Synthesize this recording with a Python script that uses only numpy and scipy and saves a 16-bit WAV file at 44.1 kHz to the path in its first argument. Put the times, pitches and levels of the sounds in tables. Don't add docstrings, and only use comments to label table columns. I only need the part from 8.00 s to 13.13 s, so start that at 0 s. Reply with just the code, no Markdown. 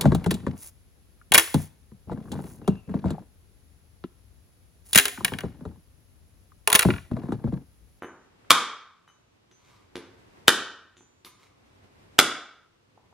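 import sys
import numpy as np
from scipy import signal
from scipy.fft import rfft, irfft, next_fast_len
from scipy.io import wavfile

SR = 44100
rng = np.random.default_rng(int(sys.argv[2]) if len(sys.argv) > 2 else 0)


def transcribe(signal):
    frames = np.atleast_2d(signal).T
    limited = np.clip(frames, -1, 1)
    pcm = np.round(limited * 32767).astype(np.int16)
    wavfile.write(sys.argv[1], SR, pcm)


N = 226453

# crack t/s, crack level/dB, thump level/dB, brightness tilt/(dB per octave),
# sleeve rustle level of the swing/dB
BLOWS = [(0.5044, 20, -7, 1.37, -61), (2.4796, 19, 2.5, 0.57, -56), (4.1884, 22.5, -5, -0.5, -57)]
IR_SAMPLES = 4096
HZ = np.fft.rfftfreq(IR_SAMPLES, 1 / SR)


def amp(db):
    return 10 ** (np.asarray(db) / 20)


def unit(x):
    return x / (np.linalg.norm(x) + 1e-20)


def read(points, hz):
    f, value = np.transpose(points)
    return np.interp(np.log(hz + 1), np.log(f + 1), value)


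def add(mix, s, sound):
    part = mix[round(s * SR):][:len(sound)]
    part += sound[:len(part)]


def shaped(x, points):
    gain = amp(read(points, np.fft.rfftfreq(len(x), 1 / SR)))
    return irfft(rfft(x) * gain, len(x))


def noise(points):
    white = rng.standard_normal(next_fast_len(N))
    return unit(shaped(white, points)[:N]) * np.sqrt(N)


def causal(db):
    log_gain = np.log(amp(np.concatenate([db, db[-2:0:-1]])))
    return np.fft.ifft(np.exp(np.conj(signal.hilbert(log_gain)))).real


def resonance(hz, width, db):
    return 10 * np.log10(1 + (amp(db) ** 2 - 1) / (1 + (2 * (HZ - hz) / width) ** 2))


def arm_db(t):
    wind_up_db_per_s, settle_db_per_s = 10, 57.5
    reach_s, reach_db = 5.1, -65.5
    swings = [(s, db) for s, *_, db in BLOWS] + [(reach_s, reach_db)]
    levels = []
    for s, db in swings:
        drop_db = np.maximum(wind_up_db_per_s * (s - t), settle_db_per_s * (t - s))
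        levels.append(db - drop_db)
    return np.max(levels, axis=0)


def mains_hum(t, hz=100, rms_db=-83.5):
    return amp(rms_db) * np.sqrt(2) * np.sin(2 * np.pi * hz * t)


def background(air_db=-73.5, flutter_db=1.1):
    # f/Hz, level/dB
    sleeve = [(15, -46.5), (25, -11.5), (102, 0.5), (144, -7.5), (460, -12.5), (569, -16.5), (1100, -19),
              (1190, -22), (1920, -22.5), (6160, -35), (12900, -42.5), (14000, -55.5)]
    # f/Hz, level/dB
    air = [(15, -37.5), (25, -10.5), (101, -7.5), (297, -12.5), (349, -9.5), (741, -21), (1140, -16),
           (1800, -27), (2560, -19.5), (6380, -27), (15500, -44.5)]
    # f/Hz, side over mid/dB
    spread = [(30, -9), (55, -21), (110, -12.5), (190, -1.5), (300, 0.5), (1000, 3), (15000, 0)]
    t = np.arange(N) / SR
    folds = np.interp(t, np.linspace(0, t[-1], 200), rng.standard_normal(200))
    movement = amp(arm_db(t) + flutter_db * folds)
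    mid, side = (movement * noise(sleeve) + amp(air_db) * noise(air) for _ in range(2))
    return np.array([mid + mains_hum(t), shaped(side, spread)])


def tail(build_s=0.0031):
    # f/Hz, t60/s
    decay = [(80, .45), (300, 0.51), (700, 0.6), (1300, 0.65), (3300, 0.55), (5500, 0.53), (8000, 0.39),
             (12000, 0.23), (16000, .16)]
    # f/Hz, level/dB
    colour = [(60, -16), (130, -10.5), (230, -3.5), (330, -7.5), (450, -7.5), (700, -11), (1400, -7.5),
              (3500, -12), (7000, -11), (11000, -12), (16000, -24.5)]
    hz, t, z = signal.stft(rng.standard_normal(SR), SR, nperseg=512)
    t60 = read(decay, hz)[:, None]
    even_energy = np.sqrt(np.log(1e6) / (t60 * SR))
    z = z * amp(read(colour, hz)[:, None] - 60 * t / t60) * even_energy
    build_up = 1 - np.exp(-(np.arange(SR) / SR / build_s) ** 2)
    return signal.istft(z, SR, nperseg=512)[1][:SR] * build_up


def fracture(length):
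    u = np.arange(IR_SAMPLES) / SR / length
    snaps = rng.standard_normal(IR_SAMPLES) * u * np.exp(-u * u)
    for _ in range(6):
        z = rfft(snaps)
        snaps = irfft(z / (abs(z) + 1e-12)) * np.tanh(2 * u) * np.exp(-(u / 2) ** 4)
    return snaps


def room(x, wet_db, tail_side_db=2, direct_side=0.4, echo_side=0.87, scatter_s=0.00065):
    # delay t/s, gain
    echoes = [(.003, 0.15), (.0055, .12), (.008, 0.23), (.0092, 0.18), (.0112, .14), (.021, .07)]
    # f/Hz, gain of the side signal/dB
    spread = [(60, -15), (250, -21.5), (700, -21), (1300, -19), (2500, -13), (4500, -6), (7000, -1),
              (10000, 4.5), (15000, 9)]
    mid, side = amp(wet_db) * tail(), amp(wet_db + tail_side_db) * tail()
    mid[0] += 1
    side[0] += direct_side
    for k, (delay, gain) in enumerate(echoes):
        echo = gain * unit(fracture(scatter_s))
        add(mid, delay, echo)
        add(side, delay, (-1) ** k * echo_side * echo)
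    side = signal.fftconvolve(x, side)[:N]
    side = signal.hilbert(side, next_fast_len(N)).imag[:N]
    return np.array([signal.fftconvolve(x, mid)[:N], shaped(side, spread)])


def nut(length, extra_db):
    # f/Hz, level/dB
    husk = [(40, -21), (150, -13), (320, -9.5), (520, -7.5), (900, -2), (1500, -2.5), (2100, -3.5),
            (2650, -6), (3400, -7), (5000, -8.5), (7500, -13.5), (11000, -16), (15500, -26)]
    # f/Hz, width/Hz, peak level/dB
    shell = [(370, 46, 0), (617, 26, -1.5), (790, 77, -1.5), (965, 58, -1), (1304, 280, 3), (1526, 34, 4),
             (2000, 90, 4), (2310, 140, 2), (2910, 80, 4), (2970, 72, 0.5), (3550, 320, 7), (4100, 48, 3.5)]
    body_db = read(husk, HZ) + sum(resonance(*mode) for mode in shell)
    return unit(signal.fftconvolve(fracture(length), causal(body_db + extra_db)))


def thump():
    # f/Hz, level/dB
    push = [(20, -23.5), (50, -11.5), (100, -4.5), (160, -3.5), (260, -1), (380, 0.5), (600, -16.5),
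            (1500, -45), (6000, -83.5)]
    return -unit(causal(read(push, HZ)))


def contact(db, thump_db, dull_hz, ring_hz, ring_db, crisp_hz=5000, crisp_db=6, steepness=4.3):
    contact_s, damping = .0038, .35
    softness_db = -20 * np.log10(1 + (HZ / dull_hz) ** steepness)
    fibres_db = crisp_db * HZ / (HZ + crisp_hz)
    ringing_db = resonance(ring_hz, damping * ring_hz, ring_db)
    knock = amp(db) * nut(contact_s, softness_db + fibres_db + ringing_db)
    add(knock, contact_s / 2, amp(thump_db) * thump())
    return knock


def bumps():
    # t/s, knock level/dB, thump level/dB, dull above f/Hz, knock ring f/Hz, ring level/dB
    knocks = [(0.444, -37, -57, 2200, 1300, 2), (3.0052, -35, -32.5, 2776, 850, 15),
              (4.973, -29.5, -56, 899, 846, 14), (5.1240, -35, -49.5, 900, 848, 8)]
    out = np.zeros(N)
    for s, *knock in knocks:
        add(out, s, contact(*knock))
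    return out


def scrapes(grains_per_s=2500, grain_db=0.5):
    # start t/s, length/s, level at full pressure/dB
    drags = [(1.51, 0.39, -64.5), (3.24, 0.052, -53.5), (3.358, .15, -61.5), (3.62, 0.17, -74)]
    # f/Hz, level/dB
    colour = [(300, -12), (800, -5), (1040, 2.5), (1170, 6.5), (1320, -2), (1850, -9.5), (2130, 1),
              (2500, -6.5), (4000, -6), (7000, -14.5), (12000, -23), (15500, -30)]
    flicks = rng.standard_normal(N)
    boost_db = grain_db * np.minimum(rng.exponential(1, N), 4)
    grains = flicks * amp(boost_db) * (rng.random(N) < grains_per_s / SR)
    pressure = np.zeros(N)
    for s, length, db in drags:
        add(pressure, s, amp(db) * np.hanning(round(length * SR)))
    return pressure * unit(shaped(grains, colour)) * np.sqrt(N)


def blade(centre_hz, spread, max_sway_hz=9, sway=0.45, rise_s=0.0052):
    # f/Hz, level if fully excited/dB, t60/s
    modes = [(3006, 3.5, .3), (3871, -7, 0.17), (4500, -15.5, 0.1), (5830, -10, .2), (6215, -5.5, 0.54),
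             (7070, -3.5, 0.49), (8140, -12, 0.58), (9320, -2, 0.258), (10760, -2, 0.156),
             (12460, -3.5, 0.17), (14390, -2.5, 0.13)]
    out, t = np.zeros(SR), np.arange(SR) / SR
    for hz, db, t60 in modes:
        reach = 1 / (1 + (np.log2(hz / centre_hz) / spread) ** 2)
        sway_hz = max_sway_hz * rng.uniform(0.62, 1.0)
        waver = 1 + sway * np.sin(2 * np.pi * sway_hz * t)
        out += reach * waver * amp(db - 60 * t / t60) * np.sin(2 * np.pi * hz * t)
    return out * (1 - np.exp(-t / rise_s))


def aiming(rebound_s=.0113, rebounds=2):
    landings = [(0.0199, -11.5, -18, 1950, 378, 14.5, -1.5, -58.5, 4120, 1.6),
                (1.075, -32, -54, 2600, 1212, 8, -3, -60.5, 4300, .6),
                (1.5110, -37, -42.5, 9000, 3016, 2, -9, -59, 6090, .14),
                (1.9534, -12, -13.5, 7000, 452.5, 15.5, -5.5, -51.5, 11080, 0.12),
                (2.9660, -34.5, -37, 6000, 3370, 8, -3.5, -54.5, 6960, 0.19),
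                (3.2460, -22, -30, 16000, 4390, 18, -9, -51.5, 13500, 0.77)]
    out = np.zeros(N)
    for s, *knock, rebound_db, ting_db, centre_hz, spread in landings:
        for k in range(rebounds + 1):
            add(out, s + k * rebound_s, amp(k * rebound_db) * contact(*knock))
        add(out, s, amp(ting_db) * blade(centre_hz, spread))
    return out


def struck(hz, t60, rise_s=0.0012):
    t = np.arange(IR_SAMPLES) / SR
    swell = 1 - np.exp(-(t / rise_s) ** 2)
    return unit(swell * amp(-60 * t / t60) * np.sin(2 * np.pi * hz * t))


def chops(t60_at_1khz=0.0099, t60_slope=0.21, wet_db=1.68):
    # f/Hz, level/dB
    pieces = [
        [(486, 1), (1120, 13), (1290, 14), (2204, 8.5), (3200, 11), (3580, 5)],
        [(290, 5), (1420, 10), (1560, 10.5), (1940, 12.5), (3080, 11), (3480, 10.5)],
        [(896, 7), (1263, 11.5), (1750, 2.5), (2218, 15.5), (3520, 8), (4230, 6.5)],
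    ]
    bite_s, bite_db = 0.0063, -21
    crack_s, shove_s = .0026, 0.0027
    out = np.zeros((2, N))
    for (s, db, thump_db, tilt, _), notes in zip(BLOWS, pieces):
        blow = np.zeros(N)
        colour_db = tilt * np.log2(HZ / 1200 + .1)
        add(blow, s - bite_s, amp(db + bite_db) * nut(bite_s, colour_db))
        add(blow, s, amp(db) * nut(crack_s, colour_db))
        add(blow, s + shove_s, amp(thump_db) * thump())
        for k, (hz, ring_db) in enumerate(notes):
            t60 = t60_at_1khz * (1000 / hz) ** t60_slope
            direction = (-1) ** k
            add(blow, s + crack_s / 2, direction * amp(ring_db) * struck(hz, t60))
        out += room(blow, wet_db)
    return out


def scene():
    blows = chops()
    handling = room(aiming() + bumps() + scrapes(), wet_db=7.5)
    mid, side = blows + handling + background()
    return np.array([mid + side, mid - side])


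def record(dry, low_cut_hz=55, edge_hz=15750):
    clipped = dry / (1 + (dry / .97) ** 8) ** (1 / 8)
    low_cut = signal.butter(1, low_cut_hz, "high", fs=SR, output="sos")
    clipped = signal.sosfilt(low_cut, clipped)
    high_cut = signal.firwin(511, edge_hz, window=("kaiser", 8), fs=SR)
    return signal.oaconvolve(clipped, high_cut[None], "same")


dry = scene()
out = record(dry)
transcribe(out)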